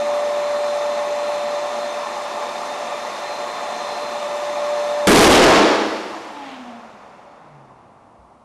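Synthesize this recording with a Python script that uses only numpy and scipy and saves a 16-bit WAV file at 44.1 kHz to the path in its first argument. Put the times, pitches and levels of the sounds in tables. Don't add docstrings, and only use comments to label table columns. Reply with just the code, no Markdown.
import sys
import numpy as np
from scipy import signal
from scipy.fft import rfft, irfft
from scipy.io import wavfile
from scipy.ndimage import uniform_filter1d

SR = 44100
rng = np.random.default_rng(int(sys.argv[2]) if len(sys.argv) > 2 else 0)


def pcm_store(signal):
    levels = np.round(np.clip(np.atleast_2d(signal), -1, 1) * 32767)
    wavfile.write(sys.argv[1], SR, levels.astype(np.int16).T)


N = 372204
TIME = np.arange(N) / SR
STEP = 40
SLOW = np.arange(0, N + STEP, STEP) / SR

BURST_S, OFF_S = 5.071, 5.08
OFF = SLOW > OFF_S
POWERED_FADE_DB_S = 45
POWERED_DB = np.maximum(-POWERED_FADE_DB_S * np.maximum(SLOW - OFF_S, 0), -40)


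def from_db(db):
    return 10 ** (np.asarray(db) / 20)


def rms_one(x):
    return x / np.sqrt(np.mean(x ** 2) + 1e-20)


def at_hz(points, hz):
    table = np.array(points)
    return np.interp(np.log(hz), np.log(table[:, 0]), table[:, 1])


def at_time(points):
    return np.interp(SLOW, *np.transpose(points))


def envelope(level_db):
    return np.interp(TIME, SLOW, from_db(level_db))


def drift(rate_hz):
    r = np.exp(-2 * np.pi * STEP * rate_hz / SR)
    settle = 2000
    noise = rng.standard_normal(len(SLOW) + settle)
    return rms_one(signal.lfilter([1], [1, -2 * r, r * r], noise)[settle:])


def noise_bands(spectrum, change_db, size=N):
    edges = 35 * 2 ** (np.arange(27) / 3)
    centres = np.sqrt(edges[1:] * edges[:-1])
    gains = from_db(at_hz(spectrum, centres))
    gains = gains / np.sqrt(np.sum(gains ** 2 * np.diff(edges)) * 2 / SR)
    white = rng.standard_normal((2, size))
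    out = np.zeros(N)
    for k, hz in enumerate(centres):
        sos = signal.butter(2, edges[k:k + 2], "band", fs=SR, output="sos")
        band = signal.sosfilt(sos, white[k % 2])
        out[N - size:] += gains[k] * envelope(change_db(hz))[N - size:] * band
    return out


def resonance(x, hz, width_hz):
    r = np.exp(-np.pi * width_hz / SR)
    b = [(1 - r * r) / 2, 0, (r * r - 1) / 2]
    return signal.lfilter(b, [1, -2 * r * np.cos(2 * np.pi * hz / SR), r * r], x)


def ring(start_s, hz, level_db, t60_s):
    age = np.maximum(TIME - start_s, 0)
    decay = from_db(level_db - 60 * age / t60_s)
    return decay * (1 - np.exp(-age * hz)) * np.sin(2 * np.pi * hz * age)


FULL_HZ, CREEP_HZ_PER_S = 586.3, .54
LAST_HZ = FULL_HZ + CREEP_HZ_PER_S * OFF_S
# (time [s], shaft speed [Hz])
COASTING = [(5.95, 377.4), (6.4, 281.5), (6.49, 267.4), (6.7, 237.7), (6.93, 210), (7.36, 166), (7.66, 132),
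            (8.0, 104.8), (8.44, 75.4)]


def shaft_speed():
    return at_time([(0, FULL_HZ), (OFF_S, LAST_HZ)] + COASTING)


BLADES = 7
SECOND_ORDER_DB = -48.5
THIRD_ORDER_DB = -33.5
ECHO_S = .0935
# (time [s], level [dB])
SHAFT_LEVEL = [(0, -20.5), (.7, -22.5), (1.5, -24.5), (2.15, -30.5), (3.1, -35), (3.9, -33.5), (4.35, -27),
               (4.8, -22)]
# (time [s], level [dB])
BLADE_LEVEL = [(0, -50.5), (1.4, -44.5), (2.0, -48), (2.7, -55), (3.3, -47.5), (4.05, -43.5), (4.35, -53),
               (4.7, -45), (5.05, -53)]
# (shaft speed [Hz], level [dB])
RADIATED = [(75, -80), (105, -68), (125, -60), (143, -46), (153, -55), (167, -71), (190, -59), (222, -50),
            (234, -39), (282, -41), (292, -48), (340, -46), (380, -38), (590, -22.5)]
# (shaft speed [Hz], gain [dB])
ECHO = [(160, -24), (225, -7), (300, -4.5)]
# (frequency [Hz], width [Hz], gain [dB])
CAUGHT = [(846, 14, 0.5), (816, 8.3, -4), (732, 4, -3.5), (708, 3, -1.5)]


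def motor_tones(speed_hz):
    unsteady_hz = speed_hz * (1 + 0.00083 * drift(8.4))
    turn_rad = 2 * np.pi * np.cumsum(np.interp(TIME, SLOW, unsteady_hz)) / SR

    def order(k, level_db):
        return np.sqrt(2) * envelope(level_db + 0.27 * drift(16)) * np.sin(k * turn_rad)

    shaft = order(1, np.where(OFF, at_hz(RADIATED, speed_hz), at_time(SHAFT_LEVEL)))
    echo_gain = envelope(np.where(OFF, at_hz(ECHO, speed_hz), -120))
    echo = echo_gain * np.interp(TIME - ECHO_S, TIME, shaft)

    second = order(2, SECOND_ORDER_DB + POWERED_DB + 3.3 * drift(5.5))
    third = order(3, np.where(OFF, THIRD_ORDER_DB, -120))
    caught = sum(from_db(gain_db) * resonance(third, hz, width_hz) for hz, width_hz, gain_db in CAUGHT)

    blade_db = at_time(BLADE_LEVEL) + POWERED_DB + 1.3 * drift(20) + 2.0 * drift(2.4)
    blade = order(BLADES, blade_db) + order(2 * BLADES, blade_db - 22.5)
    return shaft + echo + second + caught + blade


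AIR_DB = -31.5
FREE_FLOW_DB = 9
AIR_DB_PER_DECADE = 60.5
# (frequency [Hz], density [dB per Hz])
AIR = [(40, -47.5), (75, -45.5), (140, -35.5), (240, -22), (300, -22), (500, -15), (700, -13),
       (1150, -14.5), (1550, -23.5), (2400, -24), (3100, -28.5), (4400, -29.5), (7400, -33.5), (8400, -40),
       (12800, -45)]
# (frequency [Hz], loss [dB per dB])
AIR_FADE = [(100, -0.2), (400, 0.66), (800, 0.56), (1400, 0.65), (2100, 0.72), (3500, 1.0), (6000, 1.0),
            (10000, 1.2)]
# (frequency [Hz], width [Hz], lift [dB])
HOUSING = [(100, 11, 8), (170.8, 5, 5.5), (226, 18, 6), (350, 16, 4), (581.6, 21, 7.5), (640, 7.4, 5),
           (709.6, 24, 10.5), (744, 13, 4), (837, 16, 7), (871.6, 16, 9), (923, 16, 4.5), (989, 20, 3.5),
           (1020, 18, 5), (1085, 22, 7), (1132, 14, 3.5), (1200, 22, 8), (1347, 18, 2.5), (1800, 66, 8.5),
           (2010, 78, 4.5), (2375, 56, 5.5), (2575, 50, 4), (3620, 104, 10.5), (4240, 110, 2),
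           (5265, 77, 4), (6200, 85, 8.5), (7320, 120, 7), (9500, 290, 4)]


def rushing_air(speed_hz):
    slowing_db = OFF * (FREE_FLOW_DB + AIR_DB_PER_DECADE * np.log10(speed_hz / LAST_HZ))
    air = noise_bands(AIR, lambda hz: at_hz(AIR_FADE, hz) * slowing_db + .7 * drift(10))
    loaded = envelope(.3 * POWERED_DB)
    for hz, width_hz, lift_db in HOUSING:
        air = air + (from_db(lift_db) - 1) * loaded * resonance(air, hz, width_hz)
    return from_db(AIR_DB) * air


def pump():
    speed_hz = shaft_speed()
    return motor_tones(speed_hz) + rushing_air(speed_hz)


BURST_DB = 17.5
TREBLE_ONSET_DB, TREBLE_ONSET_S = -0.3, .008
CLUMP_DB, CLUMP_DECAY_S = 7.0, 0.21
# (frequency [Hz], density [dB per Hz])
BURST = [(40, -50.5), (120, -25), (200, -1.5), (300, 4), (600, -3), (1200, -11.5), (2500, -18.5),
         (5000, -24.5), (8000, -27.5), (12800, -38.5)]
# (frequency [Hz], t60 [s])
HALL = [(60, 1.2), (160, 0.85), (280, 0.99), (500, 1.266), (1100, 1.356), (2900, 1.35), (5500, 1.33),
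        (8000, 0.8), (12000, 0.65)]


def burst():
    age = np.maximum(SLOW - BURST_S, 0)
    onset = np.exp(-age / TREBLE_ONSET_S)
    clumps_db = CLUMP_DB * drift(80) * np.exp(-age / CLUMP_DECAY_S) * (1 - onset)
    treble_db = clumps_db + TREBLE_ONSET_DB * onset

    def change_db(hz):
        return -60 * age / at_hz(HALL, hz) + treble_db * min(hz / 2500, 1)

    return from_db(BURST_DB) * noise_bands(BURST, change_db, size=N - round(BURST_S * SR))


WOBBLE_DB = 2.5
# (frequency [Hz], level [dB], t60 [s])
NEIGHBOURS = [(103, -29, 2.0), (213.6, -12, 1.91), (291, -2, 1.5), (319.2, -5.5, 1.79)]


def nearby_balloons():
    return sum(envelope(WOBBLE_DB * drift(7)) * ring(BURST_S, *mode) for mode in NEIGHBOURS)


RUSTLE_S, RUSTLE_DB = 6.49, -42
RUSTLE_RISE_DB_S, RUSTLE_FALL_DB_S = 35, 44


def rubber_rustle():
    grains = rng.standard_normal(N) * (rng.random(N) < .2)
    grains = signal.sosfilt(signal.butter(2, [1300, 3300], "band", fs=SR, output="sos"), grains)
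    late_s = SLOW - RUSTLE_S
    swell_db = np.minimum(RUSTLE_RISE_DB_S * late_s, -RUSTLE_FALL_DB_S * late_s)
    return envelope(RUSTLE_DB + swell_db + 1.2 * drift(40)) * rms_one(grains)


def floor_bump():
    return ring(start_s=8.183, hz=60, level_db=-44, t60_s=.35)


ROOM_DB = -50.5
# (frequency [Hz], density [dB per Hz])
ROOM = [(30, -28.5), (60, -14), (110, -17.5), (230, -9.5), (450, -13.5), (750, -6.5), (1150, -11),
        (1600, -29.5), (3300, -36.5), (7700, -41), (10500, -41.5), (12000, -58.5)]


def hall_hum():
    hz = np.maximum(np.arange(N // 2 + 1) * SR / N, 1)
    spectrum = rfft(rng.standard_normal(N)) * from_db(at_hz(ROOM, hz))
    return from_db(ROOM_DB) * rms_one(irfft(spectrum, N))


def scene():
    mix = pump() + burst() + nearby_balloons() + rubber_rustle() + floor_bump() + hall_hum()
    return mix[None]


OVERLOAD = 0.44
HELD_DB, RELEASE_DB_S = -9.5, 39
CUTOFF_HZ = 12650


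def record(dry):
    drive = dry / OVERLOAD
    clipped = OVERLOAD * np.tanh(drive + drive ** 3)
    clipped = signal.sosfilt(signal.butter(1, 13000, fs=SR, output="sos"), clipped)
    power = uniform_filter1d(clipped ** 2, size=441, origin=-180)
    loud_db = 10 * np.log10(power + 1e-12)
    release_db = RELEASE_DB_S * TIME
    loud_db = np.maximum.accumulate(loud_db + release_db, axis=1) - release_db
    held = clipped * from_db(np.minimum(0, HELD_DB - loud_db))
    return signal.sosfilt(signal.ellip(10, .3, 70, CUTOFF_HZ, fs=SR, output="sos"), held)


dry = scene()
out = record(dry)
pcm_store(out)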